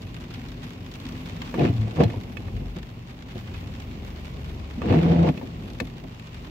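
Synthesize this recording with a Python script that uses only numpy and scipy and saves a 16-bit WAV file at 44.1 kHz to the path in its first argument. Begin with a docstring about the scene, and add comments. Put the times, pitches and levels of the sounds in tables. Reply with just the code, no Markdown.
"""Inside a car creeping through town in steady rain, stereo microphone at the dashboard.
From the start the engine rumbles and the road drones while drops patter on windscreen and roof;
a narrow hum swells and dips, and ticks and low knocks come now and then. At 1.5 s and again at 4.7 s
the wiper crosses the glass, its rubber juddering and scraping, its linkage knocking. The engine
swells under load into the second pass, and from about 5.9 s a faint brake squeal comes in."""
import sys
import numpy as np
from scipy import signal
from scipy.io import wavfile
from scipy.ndimage import uniform_filter1d

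SR = 44100
rng = np.random.default_rng(int(sys.argv[2]) if len(sys.argv) > 2 else 0)


def materialize(psi):
    """Save the field psi as 16-bit PCM at rate SR to the path in sys.argv[1].

    A 1-D psi becomes a single channel; in a 2-D psi each row is a channel.
    """
    bounded = np.clip(np.atleast_2d(psi).T, -1, 1)
    quanta = np.round(bounded * 32767).astype(np.int16)
    wavfile.write(sys.argv[1], SR, quanta)


N = 286650   # 6.5 s


def from_db(db):
    """Decibels to gain."""
    return 10 ** (np.asarray(db) / 20)


def rms_one(x):
    """The signal scaled to rms 1."""
    return x / np.sqrt(np.mean(x ** 2) + 1e-20)


def in_time(rows):
    """Each column after the time column as a curve, one value a sample."""
    times_s, *columns = np.transpose(rows)
    return [np.interp(np.arange(N) / SR, times_s, column) for column in columns]


def at_hz(points, hz):
    """A table read on a log-frequency axis."""
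    points_hz, values = np.transpose(points)
    return np.interp(np.log(hz), np.log(np.maximum(points_hz, 1)), values)


def drift(rate_hz):
    """A slow random wander of rms 1."""
    pole = np.exp(-80 * np.pi * rate_hz / SR)   # one step every 40 samples
    slow = signal.lfilter([1], [1, -2 * pole, pole * pole], rng.standard_normal(N // 40 + 2002))[2000:]
    return np.interp(np.arange(N) / 40, np.arange(len(slow)), rms_one(slow))


def ring(drive, hz, t60_s):
    """One resonance: a unit click sets a sine of height 1 ringing."""
    decay, step = from_db(-60 / (t60_s * SR)), 2 * np.pi * hz / SR
    return signal.lfilter([0, np.sin(step)], [1, -2 * decay * np.cos(step), decay * decay], drive + 1e-18)


def bursts(sizes, t60_s):
    """An envelope that jumps at each impact and dies away."""
    return signal.lfilter([1], [1, -from_db(-60 / (t60_s * SR))], sizes + 1e-18)


def pan(left_over_right_db):
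    """Left and right gains for a level difference."""
    return from_db(left_over_right_db / 2 * np.array([[1], [-1]]))


def stereo(mid, side, hz):
    """At the microphone, left and right agree in the bass and part in the treble."""
    # likeness of the two channels: frequency_hz, correlation
    likeness = [(60, 0.99), (120, 0.95), (240, 0.93), (480, 0.58), (950, -0.37), (1890, 0.031),
                (3770, -0.19), (7520, 0.078), (15000, -0.093)]
    # lean of the stereo image: frequency_hz, left_over_right_db
    lean = [(60, 2.5), (110, 1), (200, 1), (380, -0.5), (700, -3), (1290, -2.5), (2380, -1), (4400, 2.5),
            (8120, 2.5), (15000, -4)]
    alike = np.clip(at_hz(likeness, hz), -.99, .99)
    apart = np.sqrt(1 - alike) * side * np.array([[1], [-1]])
    return pan(at_hz(lean, hz)) * (np.sqrt(1 + alike) * mid + apart)


def banded_noise(spectrum, envelope, flicker_db, flicker_hz):
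    """Third-octave bands of stereo noise under one envelope, each flickering on its own; mid rms 1."""
    lowest_hz, highest_hz = spectrum[0][0], spectrum[-1][0]
    edges = lowest_hz * 2 ** np.arange(0, np.log2(highest_hz / lowest_hz) + 1 / 3, 1 / 3)
    edges = edges[edges < .45 * SR]
    white = envelope * rng.standard_normal((2, 2, N))
    out = 0
    for k, (low, high) in enumerate(zip(edges, edges[1:])):
        hz = np.sqrt(low * high)
        band_db = at_hz(spectrum, hz)
        if band_db < -40:
            continue
        band = signal.butter(2, [low, high], "band", fs=SR, output="sos")
        mid, side = signal.sosfilt(band, white[k % 2])
        out = out + from_db(band_db + flicker_db * drift(flicker_hz)) * stereo(mid, side, hz)
    return out / np.sqrt(np.mean(out.mean(axis=0) ** 2))


def rumble(boom_db, drone_db):
    """Engine boom and road drone fill the cabin: two low noises that throb together."""
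    # engine boom spectrum: frequency_hz, relative_db
    boom_spectrum = [(21, -29), (36, -3), (59, -2), (91, 6), (107, -0.5), (126, -5.5), (140, -9),
                     (180, -44), (310, -120)]
    # road drone spectrum: frequency_hz, relative_db
    drone_spectrum = [(82, -36), (140, 0.5), (220, -2), (253, 4), (291, -7.5), (317, -11), (370, -7),
                      (443, -16.5), (483, -15), (560, -15.5), (707, -13.5), (900, -33.5), (1170, -63),
                      (1980, -120)]
    throb = from_db(0.83 * drift(3.5))
    boom = from_db(boom_db) * banded_noise(boom_spectrum, throb, flicker_db=5.0, flicker_hz=3.9)
    drone = from_db(drone_db) * banded_noise(drone_spectrum, throb, flicker_db=1.0, flicker_hz=15.0)
    return boom + drone


def engine_idle(turn_hz=23.5):
    """The idling engine hums at multiples of its turning rate, each wavering a little."""
    # engine orders: multiple, level_db
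    orders = [(2, -50), (3, -56), (4, -50), (5, -48.5), (6, -56), (7, -52.5)]
    turn = 2 * np.pi * np.cumsum(turn_hz * (1 + .004 * drift(1.5))) / SR
    tones = 0
    for order, db in orders:
        height = np.sqrt(2) * from_db(db + 2.5 * drift(2.6))
        tones = tones + height * np.sin(order * turn + rng.uniform(0, 2 * np.pi))
    return stereo(tones, 0, hz=100)


def roof_hum(fade_db_per_s=60):
    """Road noise rings one mode of a roof panel; the hum swells and dips by chance, fading after 1.5 s."""
    # random swells and dips of a narrow 250 Hz hum: time_s, level_db
    swells = [(0.0, -55), (0.492, -43), (0.852, -51), (1.102, -39), (1.39, -56), (1.5, -42.5)]
    fading_s = np.maximum(0, np.arange(N) / SR - swells[-1][0])
    hum = rms_one(ring(rng.standard_normal(N), hz=253.5, t60_s=0.076))
    return stereo(from_db(in_time(swells)[0] - fade_db_per_s * fading_s) * hum, 0, hz=150)


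def drops(spectrum, patter_db, landings, accent_s, accent_db, t60_s):
    """Small drops of uneven size and longer-lasting timed accents, as bursts of noise in one colour."""
    size_db = np.minimum(rng.exponential(1, N), 4)
    patter = from_db(patter_db) * rms_one(bursts(landings * from_db(size_db), t60_s))
    accents = np.zeros(N)
    accents[np.round(accent_s * SR).astype(int)] = from_db(accent_db)
    envelope = patter + bursts(accents, 2.7 * t60_s)
    envelope = uniform_filter1d(envelope, size=41, origin=20)   # a drop lands within a millisecond
    level = np.sqrt(np.mean(envelope ** 2))
    return level * banded_noise(spectrum, envelope, flicker_db=0.7, flicker_hz=16.0)


def rain(rain_db, drops_per_s=250.0):
    """Far drops merge into a wash and fine spray; each near one thuds on a panel and ticks as it splashes."""
    # wash of far drops: frequency_hz, relative_db
    wash_spectrum = [(290, -22), (500, -4), (564, 4), (645, -15.5), (984, 0), (1170, -7), (1470, -9.5),
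                     (1780, -10.5), (2350, -3.5), (3500, -11), (4000, -13), (7690, -24), (9000, -28.5),
                     (11700, -67), (19800, -120)]
    # fine spray: frequency_hz, relative_db
    spray_spectrum = [(5290, -30), (9000, -8), (9750, -25), (12000, 10), (15100, 5), (15500, -2)]
    # panel under a drop: frequency_hz, relative_db
    thud_spectrum = [(300, -20), (800, 3), (1400, 0), (2400, 0.5), (3600, -4), (4500, -24.5)]
    # splash of a drop: frequency_hz, relative_db
    tick_spectrum = [(3000, 2.5), (4000, 0.5), (7000, -9.5), (9300, -15), (12000, -19), (15800, -21.5)]
    # the loudest drops, plus sharp wiper ticks during the passes: start_s, tick_db, thud_db
    accents = [(0.0188, -49.5, -55), (0.1426, -44, -42), (0.164, -48.5, -43), (0.2074, -50, -53),
               (0.3055, -47.5, -45), (0.338, -44, -55.5), (0.4847, -46, -49.5), (0.517, -52, -52),
               (0.638, -47, -53.5), (0.7043, -53, -50.5), (0.732, -49.5, -50), (0.862, -48.5, -50),
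               (0.914, -47.5, -61), (0.938, -45, -51), (0.9996, -46, -50.5), (0.9542, -49, -53),
               (1.0502, -48.5, -52), (1.065, -44.5, -45.5), (1.0878, -42, -45), (1.122, -47, -54),
               (1.2725, -50, -48), (1.2865, -46, -49), (1.4167, -39, -32.5), (1.451, -53.5, -52),
               (1.7633, -48, -55), (2.234, -49, -50), (2.564, -50, -44.5), (2.7636, -47.5, -44),
               (2.7845, -48.5, -46.5), (2.828, -48, -45), (3.072, -51, -52), (3.222, -50, -47.5),
               (3.473, -53, -43.5), (3.548, -54, -46), (3.671, -50, -46), (3.7997, -48, -48),
               (4.252, -46, -47), (4.4935, -50.5, -44.5), (5.0284, -46, -44.5), (5.1179, -50.5, -49),
               (5.227, -46, -42), (5.6775, -51, -45), (5.7003, -45.5, -45.5), (5.7324, -48, -58),
               (5.8015, -33, -50), (5.851, -53, -53.5), (6.037, -54, -48.5), (6.1951, -50, -53),
               (6.3433, -47, -44)]
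    flutter = from_db(0.98 * drift(38))
    wash = from_db(rain_db) * banded_noise(wash_spectrum, flutter, flicker_db=0.6, flicker_hz=7.5)
    spray_db = -69 + 0.96 * (rain_db - rain_db.mean())
    spray = from_db(spray_db) * banded_noise(spray_spectrum, 1, flicker_db=2.5, flicker_hz=6.0)
    landings = rng.random(N) < drops_per_s * from_db(3.5 * drift(14)) / SR   # drops come in clusters
    accent_s, tick_db, thud_db = np.transpose(accents)
    thuds = drops(thud_spectrum, rain_db - 2.5, landings, accent_s, thud_db, t60_s=0.018)
    ticks = drops(tick_spectrum, rain_db - 9.0, landings, accent_s, tick_db, t60_s=0.011)
    return wash + spray + thuds + ticks


def crack(starts, strike_db, pitch_hz, boost_db=7.5, t60_s=0.035, reach_octaves=0.22):
    """Each trim tick opens with a burst of noise round its pitch, unrelated left and right."""
    out, t = np.zeros((2, N + SR)), np.arange(SR // 10) / SR
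    for start, db, hz in zip(starts, strike_db, pitch_hz):
        noise = from_db(db + boost_db - 60 * t / t60_s) * rng.standard_normal((2, len(t)))
        edges_hz = hz * 2 ** np.array([-reach_octaves, reach_octaves])
        band = signal.butter(1, edges_hz, "band", fs=SR, output="sos")
        out[:, start:start + len(t)] += signal.sosfilt(band, noise)
    return out[:, :N]


def trim_ticks(focus_db_per_octave=9.0):
    """Wiper arm and trim tick; each strike rings the modes near its own pitch hardest."""
    # hard strikes: start_s, strike_db, left_over_right_db, pitch_hz
    strikes = [(0.069, -41, -1, 2950), (1.286, -51, -7, 2240), (1.418, -42, 2, 926),
               (1.541, -24, -0.5, 1120), (1.594, -30.5, 8, 2600), (1.638, -40, -9, 2460),
               (1.652, -29.5, 2, 2000), (1.97, -32.5, -4.0, 1000), (2.004, -29.5, 17, 1010),
               (2.007, -27.5, 0, 2000), (2.036, -23.5, 8, 3060), (2.101, -33, -4, 2094),
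               (2.14, -38, -13, 900), (2.370, -33, -16.5, 2540), (2.482, -37, -10, 1160),
               (3.546, -40, -12, 2120), (4.252, -44, 0, 958), (4.818, -25.5, -6.5, 1150),
               (4.857, -32.5, -2.5, 1411), (4.894, -39, 8, 1300), (4.925, -25.5, -11, 1500),
               (4.939, -26.5, -5, 900), (4.988, -33, 5.5, 2400), (5.272, -23, 2, 792),
               (5.289, -28.5, 9, 2503), (5.376, -35.5, -2, 2572), (5.413, -36.5, 11, 930),
               (5.801, -22, 11, 1720), (6.196, -42, -0.5, 2650)]
    # modes of the trim: pitch_hz, gain_db, t60_s
    modes = [(517, 6, 0.065), (930, 1, 0.041), (1160, -3, 0.044), (1780, -2.5, 0.028), (2217, -7, 0.042),
             (2570, -2, 0.04), (3380, -12.5, 0.06), (4100, -2.5, 0.011), (4120, -9.5, 0.063),
             (5800, -35, .012), (7470, -38, .01)]
    start_s, strike_db, pan_db, pitch_hz = np.transpose(strikes)
    starts = np.round(start_s * SR).astype(int)
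    out = crack(starts, strike_db, pitch_hz)
    chance = rng.standard_normal((len(starts), len(modes), 2))
    for k, (hz, db, t60_s) in enumerate(modes):
        off_pitch_db = focus_db_per_octave * abs(np.log2(hz / pitch_hz))
        mid = (-1) ** k * from_db(strike_db + db - off_pitch_db + 0.3 * chance[:, k, 0])
        side = .4 * mid * np.sign(chance[:, k, 1])
        clicks = np.zeros((2, N))
        clicks[:, starts] = stereo(mid, side, hz) * pan(pan_db)
        out = out + ring(clicks, hz, t60_s)
    return out


def knocks(swell_s=0.0029, tone_t60_s=0.1, shove_t60_s=0.099):
    """Short low pulses: each gives the envelope of a shove on the glass, and a dying panel tone."""
    # low knocks, plus two brief swells of the roof panel's hum near 1.1 s:
    # start_s, tone_db, pitch_hz, shove_db
    pulses = [(1.049, -26.5, 240, -82), (1.134, -28, 254, -43), (1.58, -22, 173, -29),
              (1.689, -8.5, 109, -36), (1.981, -29, 160, -28), (2.018, -15, 188, -25),
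              (2.045, -5.5, 111.4, -50), (2.16, -22, 102, -43), (2.377, -24, 108, -46),
              (2.456, -23.5, 90.5, -52), (2.603, -22, 146, -36.5), (2.65, -23, 98, -41),
              (2.757, -27, 163, -36), (3.349, -25, 220, -35), (4.775, -19, 223.6, -44.5),
              (4.898, -8, 99.2, -33), (5.287, -10.5, 148, -37), (5.369, -23.5, 174.4, -36),
              (5.418, -26, 173, -32), (5.803, -30, 97.5, -29.5), (6.031, -30, 118, -38.5)]
    shove, tone = np.zeros((2, N))
    for start_s, tone_db, hz, shove_db in pulses:
        start = round(start_s * SR)
        t = np.arange(min(N - start, SR // 4)) / SR
        span = slice(start, start + len(t))
        swell = (1 - np.exp(-t / swell_s)) ** 2
        tone[span] += swell * from_db(tone_db - 60 * t / tone_t60_s) * np.sin(2 * np.pi * hz * t)
        shove[span] += swell * from_db(shove_db - 60 * t / shove_t60_s)
    return shove, tone


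def windscreen(mid_side, modes):
    """The glass rings in parallel modes, each scaled to pass white noise at its listed gain."""
    out = 0
    for k, (hz, width_hz, db) in enumerate(modes):
        t60_s = np.log(1000) / (np.pi * width_hz)
        mid, side = ring(mid_side, hz, t60_s) * np.sqrt(4 * np.pi * width_hz / SR)
        out = out + (-1) ** k * from_db(db) * stereo(mid, side, hz)
    return out


def blade_motion():
    """The blade's pitch and levels, eased over 5 ms, and a gate that is shut while it is parked."""
    # wiper strokes, the first two joined in one pass: time_s, judder_hz, judder_db, rub_db
    strokes = [
        [(1.52, 168, -49, -67), (1.548, 168.6, -45, -34), (1.565, 168, -44, -38.5), (1.592, 163.7, -30, -29.5),
         (1.662, 112.4, -31, -29), (1.695, 112.9, -48, -37.5), (1.728, 114.2, -26.5, -56),
         (1.864, 109.6, -27, -47.5), (1.95, 109.1, -54, -50)],
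        [(1.95, 163, -37, -56), (1.984, 155.5, -31, -35), (2.012, 142.3, -14, -25), (2.03, 140, -29, -27),
         (2.06, 119.7, -29, -40), (2.122, 113.5, -48, -45.5), (2.172, 102.8, -31, -46), (2.25, 98, -57, -76)],
        [(4.74, 170.3, -52, -71), (4.805, 165.2, -40.5, -57.5), (4.816, 168.3, -39, -41),
         (4.88, 169.3, -42, -33.5), (4.924, 165.8, -32.5, -27), (4.98, 164, -19.5, -28.5),
         (5.015, 166.8, -28.5, -33.5), (5.035, 169.5, -23, -32), (5.126, 171.5, -20.5, -30),
         (5.164, 172.6, -20, -34.5), (5.258, 170.4, -24, -32.5), (5.292, 159, -22, -27.5),
         (5.318, 146.5, -29, -52.5), (5.36, 157, -40, -46)],
    ]
    t = np.arange(N) / SR
    moving = np.any([(t >= stroke[0][0]) & (t <= stroke[-1][0]) for stroke in strokes], axis=0)
    gate = uniform_filter1d(moving * 1., size=400)
    rows = sorted(row for stroke in strokes for row in stroke)
    return uniform_filter1d([*in_time(rows), gate], size=220)


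def wiper():
    """The rubber sticks and slips once a cycle and hisses; its grit and the knocks shake the glass."""
    # windscreen modes: pitch_hz, width_hz, gain_db
    modes = [(91, 22, -12.5), (186.4, 54, 3), (258, 17.4, 0.5), (296.8, 24, -2), (368.6, 50, -0.5),
             (452, 39, -10), (484, 45, -1.5), (602, 46, -8.5), (704, 49, -6.5), (864, 58, -12),
             (1040, 120, -18)]
    # extra rub on the upper modes: time_s, boost_db
    upper_boost = [(1.55, -4.5), (1.6, 4), (1.67, -4.5), (1.98, 4), (2.012, 7), (2.04, -1), (4.9, 1),
                   (5.13, 3), (5.25, 8), (5.3, -1.5)]
    # hiss of rubber on glass: frequency_hz, relative_db
    hiss_spectrum = [(590, -23), (1000, 2), (1580, -3), (1790, -2.5), (2420, 0), (4190, -12), (4700, -12),
                     (5340, -18.5), (7530, -35), (9040, -53), (12000, -36.5), (15500, -41)]
    judder_hz, judder_db, rub_db, gate = blade_motion()
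    phase = 2 * np.pi * np.cumsum(judder_hz * (1 + .025 * drift(30))) / SR
    # the half-rate term makes every other slip stronger
    tone = np.sqrt(2) * (np.sin(phase) + 0.33 * np.sin(phase / 2) + 0.22 * np.sin(2 * phase))
    judder = gate * from_db(judder_db + 3.6 * drift(30)) * tone
    slip = (1 + .5 * np.cos(phase)) * from_db(1.3 * drift(45))
    shove, knock_tone = knocks()
    grit = rng.standard_normal((2, N))
    lower_drive = gate * slip * from_db(rub_db) + shove
    upper_drive = gate * slip * from_db(rub_db + in_time(upper_boost)[0]) + shove
    rub = windscreen(lower_drive * grit, modes[:5]) + windscreen(upper_drive * grit, modes[5:])
    rub = signal.sosfilt(signal.butter(2, 1300, fs=SR, output="sos"), rub)
    hiss = from_db(rub_db - 9.5) * banded_noise(hiss_spectrum, slip, flicker_db=1.5, flicker_hz=18.0)
    low_cut = signal.butter(4, 70, "high", fs=SR, output="sos")   # the panel radiates no deeper
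    low = signal.sosfilt(low_cut, judder + knock_tone)
    return stereo(low, 0.6 * np.roll(low, 70), hz=150) + rub + gate * hiss


def engine_swell(fade_db_per_s=150):
    """The engine's third order swells under load from 3.5 to 4.9 s, fading quickly either side."""
    # third order: time_s, pitch_hz, level_db
    load = [(3.52, 70.4, -45), (4.088, 70.3, -46), (4.182, 71.2, -44), (4.864, 71.03, -36),
            (4.88, 71.5, -29)]
    t = np.arange(N) / SR
    hz, level_db = in_time(load)
    outside_s = np.maximum(0, np.maximum(load[0][0] - t, t - load[-1][0]))
    height = np.sqrt(2) * from_db(level_db - fade_db_per_s * outside_s + 0.88 * drift(6.9))
    return stereo(height * np.sin(2 * np.pi * np.cumsum(hz) / SR), 0, hz=150)


def brake_squeal(lower_hz=2810, upper_hz=6100):
    """The brake sings in two thin wavering tones that rise out of the cabin noise at the end."""
    # squeal levels: time_s, lower_tone_db, upper_tone_db
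    levels = [(5.9, -80, -95), (6.0, -67, -95), (6.38, -68, -90), (6.43, -68, -70), (6.5, -68, -70)]
    out = 0
    for db, hz in zip(in_time(levels), (lower_hz, upper_hz)):
        height = from_db(db + 1.5 * drift(15))
        phase = 2 * np.pi * np.cumsum(hz * (1 + 0.004 * drift(38.0))) / SR
        out = out + height * np.sin(phase)
    return out


def scene():
    """Everything as heard at the dashboard."""
    # running levels in the cabin: time_s, engine_boom_db, road_drone_db, rain_db
    cabin = [(0.0, -37.5, -39.5, -54.5), (0.3, -40.5, -41.5, -52.5), (0.86, -45, -40.5, -53.5),
             (1.1, -42, -42.5, -50), (1.4, -45, -37.5, -48.5), (2.3, -39, -38, -53),
             (2.55, -35.5, -38.5, -53), (2.82, -44, -43, -55), (3.3, -39.5, -42.5, -55),
             (3.52, -38, -40, -51.5), (4.2, -40.5, -39.5, -52.5), (4.7, -36.5, -39.5, -52),
             (5.45, -41, -39.5, -51.5), (5.87, -34.5, -39.5, -54.5), (6.07, -52, -41, -56.5),
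             (6.3, -51, -46.5, -51.5), (6.5, -41, -41, -53.5)]
    boom_db, drone_db, rain_db = in_time(cabin)
    car = rumble(boom_db, drone_db) + engine_swell() + roof_hum() + engine_idle()
    return car + rain(rain_db) + wiper() + trim_ticks() + brake_squeal()


def record(dry):
    """The microphone loses the deep bass and the top; its port has a dip near 9 kHz."""
    low_cut = signal.cheby2(10, 35, 36, "high", fs=SR, output="sos")
    port_notch = signal.butter(1, [8200, 10200], "bandstop", fs=SR, output="sos")
    high_cut = signal.ellip(12, .5, 70, 15770, fs=SR, output="sos")
    trimmed = signal.sosfilt(low_cut, dry)
    dipped = 0.5 * signal.sosfilt(port_notch, trimmed) + 0.41 * trimmed
    return signal.sosfilt(high_cut, dipped)


dry = scene()
out = record(dry)
materialize(out)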